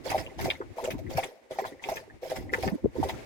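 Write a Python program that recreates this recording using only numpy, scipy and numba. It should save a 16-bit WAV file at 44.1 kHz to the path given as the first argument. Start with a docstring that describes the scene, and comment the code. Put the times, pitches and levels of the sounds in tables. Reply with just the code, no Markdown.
"""In a narrow walled pen, a large dog laps water from a bowl, a metre or two from two microphone ports.
Each tongue stroke stirs up gurgles and fizz, with plops, wet smacks and drips: all are short ringing
bubbles whose pitch can rise as they fade. Spray is tiny ringing drops mixed with shaped hiss.
The walls echo the water. Wind (low noise and ringing thumps) buffets the ports over a faint noise hush."""
import sys
import numpy as np
from scipy import signal
from scipy.fft import rfft, irfft
from scipy.io import wavfile
from scipy.ndimage import uniform_filter1d
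from numba import njit

SR = 44100
rng = np.random.default_rng(int(sys.argv[2]) if len(sys.argv) > 2 else 0)


def wav_record(signal):
    """Record a signal, one row per channel, as 16-bit PCM in the file named by sys.argv[1]."""
    frames = np.transpose(np.atleast_2d(signal))
    bounded = np.clip(frames, -1, 1)
    # unit amplitude maps onto the largest positive 16-bit level
    quanta = np.round(bounded * 32767).astype(np.int16)
    wavfile.write(sys.argv[1], SR, quanta)


def amplitude_ratio(level_db):
    """Convert a level in decibels to the matching linear amplitude (field) ratio."""
    exponent = np.asarray(level_db, float) / 20
    return 10 ** exponent


N = 143325  # length in samples

# All table levels are starting levels: the functions below may trim or scatter them.
# colour of the outdoor hush [f/Hz, level/dB]
HUSH_COLOUR = [(120, -22), (250, 3), (520, 4.5), (1350, -9.5), (2100, -3.5), (3000, -13.5), (7000, -20),
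               (16000, -32)]
# treble level of the hush over time [t/s, level/dB]
HUSH_TREBLE = [(0, -66.5), (.3, -67), (1.4, -71.5), (2.82, -73.5), (3.25, -59)]
# colour of the wind [f/Hz, level/dB]
WIND_COLOUR = [(20, -25), (50, 1.5), (100, 4), (170, -8), (350, -1.5), (700, -61)]
# strength of the wind on the ports over time [t/s, level/dB]
WIND_GUSTS = [(0, -54), (.22, -41.5), (.32, -56), (.45, -33), (.56, -59), (.72, -44), (.76, -81),
              (.935, -34.5), (1.0, -40), (1.16, -41.5), (1.30, -90), (2.14, -53), (2.30, -80),
              (2.37, -39.5), (2.68, -38), (2.80, -57.5), (2.85, -34), (2.92, -57), (2.99, -35.5),
              (3.25, -49.5)]
# tongue strokes [t/s, length/s, gurgle level/dB, fizz level/dB]
TONGUE_STROKES = [(0.033, 0.18, -43, -52.5), (0.375, 0.12, -43, -51), (0.756, 0.12, -41.5, -54.5),
                  (1.091, 0.15, -43.5, -53), (1.494, 0.18, -47.5, -59), (1.814, 0.15, -44.5, -55),
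                  (2.21, 0.17, -44.5, -55.5), (2.511, 0.17, -41.5, -53), (2.939, .18, -47, -57.5)]
# colour of the spray [f/Hz, level/dB]
SPRAY_COLOUR = [(900, 9), (1300, -2), (2100, 2.5), (3000, -4.5), (5500, -5), (8500, -12.5), (16000, -12.5)]
# bursts of spray [t/s, level/dB]
SPRAY_BURSTS = [(0.099, -36.5), (0.1775, -37.5), (0.408, -37.5), (0.442, -34.5), (0.5, -47.5), (0.838, -35),
                (0.903, -34.5), (0.98, -48.5), (1.1696, -32.5), (1.2331, -38.5), (1.508, -46),
                (1.583, -41.5), (1.6506, -43.5), (1.887, -38.5), (1.956, -41), (2.297, -38),
                (2.3565, -40.5), (2.53, -39.5), (2.6243, -38), (3.029, -36), (3.086, -33.5)]
# air pockets trapped by the tongue [t/s, level/dB, f/Hz]
AIR_POCKETS = [(0.052, -30, 402), (0.117, -15.5, 745), (0.145, -13, 669), (0.159, -21.5, 580),
               (0.457, -16, 664), (0.48, -21, 540), (0.603, -23.5, 385), (0.769, -30.5, 490),
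               (0.784, -21, 815), (0.841, -23, 470), (0.859, -32, 780), (0.876, -17.5, 548),
               (1.174, -21, 450), (1.182, -10, 660), (1.238, -27.5, 705), (1.509, -22.5, 547),
               (1.586, -13.5, 704), (1.619, -24.5, 396), (1.649, -23.5, 704), (1.721, -32, 298),
               (1.887, -15, 730), (1.918, -18.5, 588), (2.23, -26, 500), (2.317, -15.5, 583),
               (2.53, -21.5, 396), (2.634, -16, 648), (2.954, -25, 441), (3.028, -13, 798),
               (3.049, -21, 466), (3.093, -21.5, 840)]
# wet smacks of tongue and lips [t/s, level/dB, f/Hz]
WET_SMACKS = [(0.1191, -25, 1960), (0.179, -26, 1950), (0.391, -34, 1930), (0.5008, -18.5, 3150),
              (0.5032, -16.5, 2290), (0.612, -31.5, 1300), (0.9045, -27, 1975), (1.1922, -28.5, 2300),
              (1.2326, -24.5, 2150), (1.5873, -31, 2230), (1.6418, -28, 1460), (1.8392, -26, 2570),
              (1.9694, -25, 2480), (2.362, -33, 2120), (2.536, -14.5, 1906), (2.6768, -25.5, 1810),
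              (3.0959, -27, 2660)]
# single drops falling from the muzzle [t/s, level/dB, f/Hz]
MUZZLE_DROPS = [(.264, -33, 2680), (.299, -44, 1930), (.552, -36.5, 2000), (1.0655, -39, 1880),
                (1.62, -43, 1920), (1.723, -44.5, 1850), (1.795, -42, 1850), (1.89, -37, 1980),
                (2.099, -42, 1664), (2.393, -41, 1920), (2.494, -33.5, 1910)]
# single thumps of wind [t/s, level/dB, f/Hz, left minus right/dB]
WIND_THUMPS = [(0.935, -23, 263, 0), (1.148, -30.5, 130, 10), (2.665, -21, 205, -2.5),
               (2.72, -21.5, 242, -4.5), (2.74, -20.5, 325, -0.5), (2.842, -11, 350, 4),
               (2.983, -21.5, 297, -12.5), (3.002, -25.5, 122, -1.5)]
# echoes from the walls [delay/s, level/dB]
WALL_ECHOES = [(.0078, -3.5)]
# lead of the left port over the right [f/Hz, phase/rad]
PORT_LEAD = [(0, 1.92), (690, 0.03), (1810, 4.74), (15800, 67.6)]


def curve(table, col):
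    """One column of a table, joined by straight lines to give a value at every sample."""
    a = np.array(table, float)
    return np.interp(np.arange(N) / SR, a[:, 0], a[:, col])


def unit(x):
    """Scale to rms 1, so that a level can be set afterwards."""
    return x / np.sqrt(np.mean(x ** 2))


def colour(x, points):
    """Shape the spectrum by (Hz, dB) points on a log-frequency scale, then scale to rms 1."""
    hz, db = np.array(points, float).T
    f = np.maximum(np.fft.rfftfreq(N, 1 / SR), 1)
    gain = amplitude_ratio(np.interp(np.log(f), np.log(hz), db))
    return unit(irfft(rfft(x) * gain, N))


def walk(rate):
    """A wandering value: random levels held 1 / rate s, smoothed twice, scaled to rms 1."""
    hold = int(SR / rate)
    steps = np.repeat(rng.standard_normal(N // hold + 1), hold)
    smooth = uniform_filter1d(uniform_filter1d(steps, hold), hold)
    return unit(smooth[:N])


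@njit
def bubbles(start, hz, size, cycles, glide):
    """Each bubble swells over one cycle, then rings down while its pitch rises by glide per cycle."""
    out = np.zeros(N)
    for k in range(len(start)):
        i, c = int(start[k] * SR), 0.  # c counts cycles so far
        while i < N and c < 6 * cycles[k]:
            # the ring falls 8.7 dB every cycles[k] cycles
            out[i] += size[k] * min(c, 1.) * np.exp(-c / cycles[k]) * np.sin(2 * np.pi * c)
            c += hz[k] * (1 + glide * c) / SR
            i += 1
    return out


def burst(table, db, cycles, glide, count, spread_s, octaves, weaker_db):
    """Every row rings as one main bubble and count - 1 neighbours of nearby time and pitch."""
    t, level, hz = np.array(table, float).T
    r = rng.random((len(t), count, 4))
    r[:, 0] = 0.016, 0.51, 0.036, 0.85  # the main bubble stays close to its row
    late, detune, chance, ring = np.moveaxis(r, 2, 0)
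    start = t[:, None] + spread_s * late
    pitch = hz[:, None] * 2 ** (octaves * (2 * detune - 1))
    # later neighbours are weaker, or stronger where weaker_db is negative
    size = amplitude_ratio(level[:, None] + db - weaker_db * (late + chance))
    return bubbles(start.ravel(), pitch.ravel(), size.ravel(), cycles * (.5 + ring).ravel(), glide)


def strokes(col, rise_s, fall_s):
    """Rise, hold and dying away of every tongue stroke, at the level in column col."""
    t = np.arange(N) / SR
    total = np.zeros(N)
    for row in TONGUE_STROKES:
        rise = np.clip((t - row[0]) / rise_s, 0, 1)
        fall = np.exp(-np.maximum(t - row[0] - row[1], 0) / fall_s)
        total += amplitude_ratio(row[col]) * rise * fall
    return total


def hush():
    """Faint outdoor hush: separate shaped noise on each port, flickering slightly in level."""
    flicker_db, flickers_per_s = 2, 25.29
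    ports = np.array([colour(rng.standard_normal(N), HUSH_COLOUR) * amplitude_ratio(flicker_db * walk(flickers_per_s))
                      for _ in range(2)])
    return ports * amplitude_ratio(curve(HUSH_TREBLE, 1) + 13)  # the whole hush is set 13 dB above its treble


def wind():
    """Unrelated low noise on each port, swelling with the gusts and buffeting at random."""
    buffet_db, buffets_per_s = 4, 30
    gusts_db = curve(WIND_GUSTS, 1)
    return np.array([colour(rng.standard_normal(N), WIND_COLOUR)
                     * amplitude_ratio(gusts_db + buffet_db * walk(buffets_per_s)) for _ in range(2)])


def gurgle():
    """A random stream of small ringing air pockets while each stroke stirs the water."""
    pockets_per_s, centre_hz, octaves = 140, 588.4, 0.67
    r = rng.random((1000, 4))
    t = np.cumsum(-np.log(1 - r[:, 0])) / pockets_per_s  # random gaps
    hz = centre_hz * 2 ** (octaves * (2 * r[:, 1] - 1))
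    size = amplitude_ratio(-2.2 * np.log(1 - r[:, 2]))  # a few are much louder
    x = bubbles(t, hz, size, 2.35 * (.5 + r[:, 3]), 0.02)
    return unit(x) * strokes(col=2, rise_s=0.017, fall_s=0.073)


def spray():
    """Tiny ringing droplets over hiss: a fizz through each stroke and a burst at each splash."""
    drops_per_s, scatter_db = 1500, 2.4
    r = rng.random((6000, 4))
    t = np.cumsum(-np.log(1 - r[:, 0])) / drops_per_s
    hz = 1200 * 12 ** r[:, 1]
    size = hz / 1200 * amplitude_ratio(-scatter_db * np.log(1 - r[:, 2]))
    drops = bubbles(t, hz, size, 2 + 14 * r[:, 3], 0.)
    x = colour(unit(drops) * amplitude_ratio(1.5) + rng.standard_normal(N), SPRAY_COLOUR)

    # half-octave bands, dealt into five groups, swell unevenly
    patchy_db = 3
    half_octave = np.log2(np.maximum(np.fft.rfftfreq(N, 1 / SR), 1)) * 2 // 1
    spectrum = rfft(x)
    patchy = sum(irfft(spectrum * (half_octave % 5 == k), N) * amplitude_ratio(patchy_db * walk(44.975))
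                 for k in range(5))

    kicks = np.zeros(N)
    for s, db in SPRAY_BURSTS:
        kicks[int(s * SR)] = amplitude_ratio(db - 9.5)
    rise_s, fall_s = .005, .012
    t = np.arange(SR // 5) / SR
    shape = (1 - np.exp(-t / rise_s)) * np.exp(-t / fall_s)
    splashes = signal.fftconvolve(kicks, shape / shape.max())[:N]

    flicker_db, flickers_per_s = 3.5, 50
    fizz = strokes(col=3, rise_s=0.026, fall_s=0.04) * amplitude_ratio(flicker_db * walk(flickers_per_s))
    return patchy * (splashes + fizz)


def plops():
    """Air pockets trapped by the tongue ring briefly, rising in pitch."""
    return burst(AIR_POCKETS, db=-0.5, cycles=2.0, glide=.03, count=3,
                 spread_s=0.016, octaves=0.32, weaker_db=6)


def smacks():
    """Wet smacks of tongue and lips: tight clusters of many short, higher bubbles."""
    return burst(WET_SMACKS, db=2, cycles=2.6, glide=0.0036, count=14,
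                 spread_s=0.011, octaves=0.62, weaker_db=11.5)


def drips():
    """Drops falling from the muzzle: longer, purer rings with one close neighbour each."""
    return burst(MUZZLE_DROPS, db=0, cycles=7, glide=0.0072, count=2,
                 spread_s=0.0033, octaves=0.042, weaker_db=12)


def wind_thumps():
    """Low thumps of wind strike both ports, about one cycle of ring each, at unequal levels."""
    rows = np.array(WIND_THUMPS, float)
    ports = []
    for side in (1, -1):  # left, right
        table = rows[:, :3].copy()
        table[:, 1] += side * rows[:, 3] / 2
        ports.append(burst(table, db=-1.6, cycles=0.97, glide=0., count=5,
                           spread_s=0.0163, octaves=0.55, weaker_db=-4.5))
    return np.array(ports)


def pen(x):
    """Slaps from the walls and a short diffuse tail; the right port hears the near sound later."""
    near = x.copy()
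    for s, db in WALL_ECHOES:
        near += amplitude_ratio(db) * np.r_[np.zeros(int(s * SR)), x][:N]
    t60_s = .15  # time for the tail to fall 60 dB
    t = np.arange(SR // 2) / SR
    tails = rng.standard_normal((2, len(t))) * np.exp(-np.log(1000) * t / t60_s) * (t > .004)
    tails /= np.sqrt(np.sum(tails[0] ** 2))
    wet = signal.fftconvolve(x[None], tails, axes=1)[:, :N]
    lead = np.interp(np.fft.rfftfreq(N, 1 / SR), *np.array(PORT_LEAD, float).T)
    right = amplitude_ratio(-0.2) * irfft(rfft(near) * np.exp(-1j * lead), N)
    return np.array([near, right]) + amplitude_ratio(-13) * wet


def scene():
    """Water echoing in the pen, spray scattered wide, wind on the ports, the hush of outdoors."""
    water = gurgle() + spray() + plops() + smacks() + drips()
    scattered = amplitude_ratio(5.5) * np.array([spray(), spray()])  # separate on each port, without echo
    return hush() + wind() + pen(water) + scattered + wind_thumps()


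def low_pass(x):
    """Removes everything above the highest recorded frequency."""
    return signal.sosfilt(signal.butter(12, 16320, fs=SR, output="sos"), x)


def record(dry):
    """The finished mix of both ports goes out through the low-pass that ends the treble, with no further change
    of level."""
    return low_pass(dry)


dry = scene()
out = record(dry)
wav_record(out)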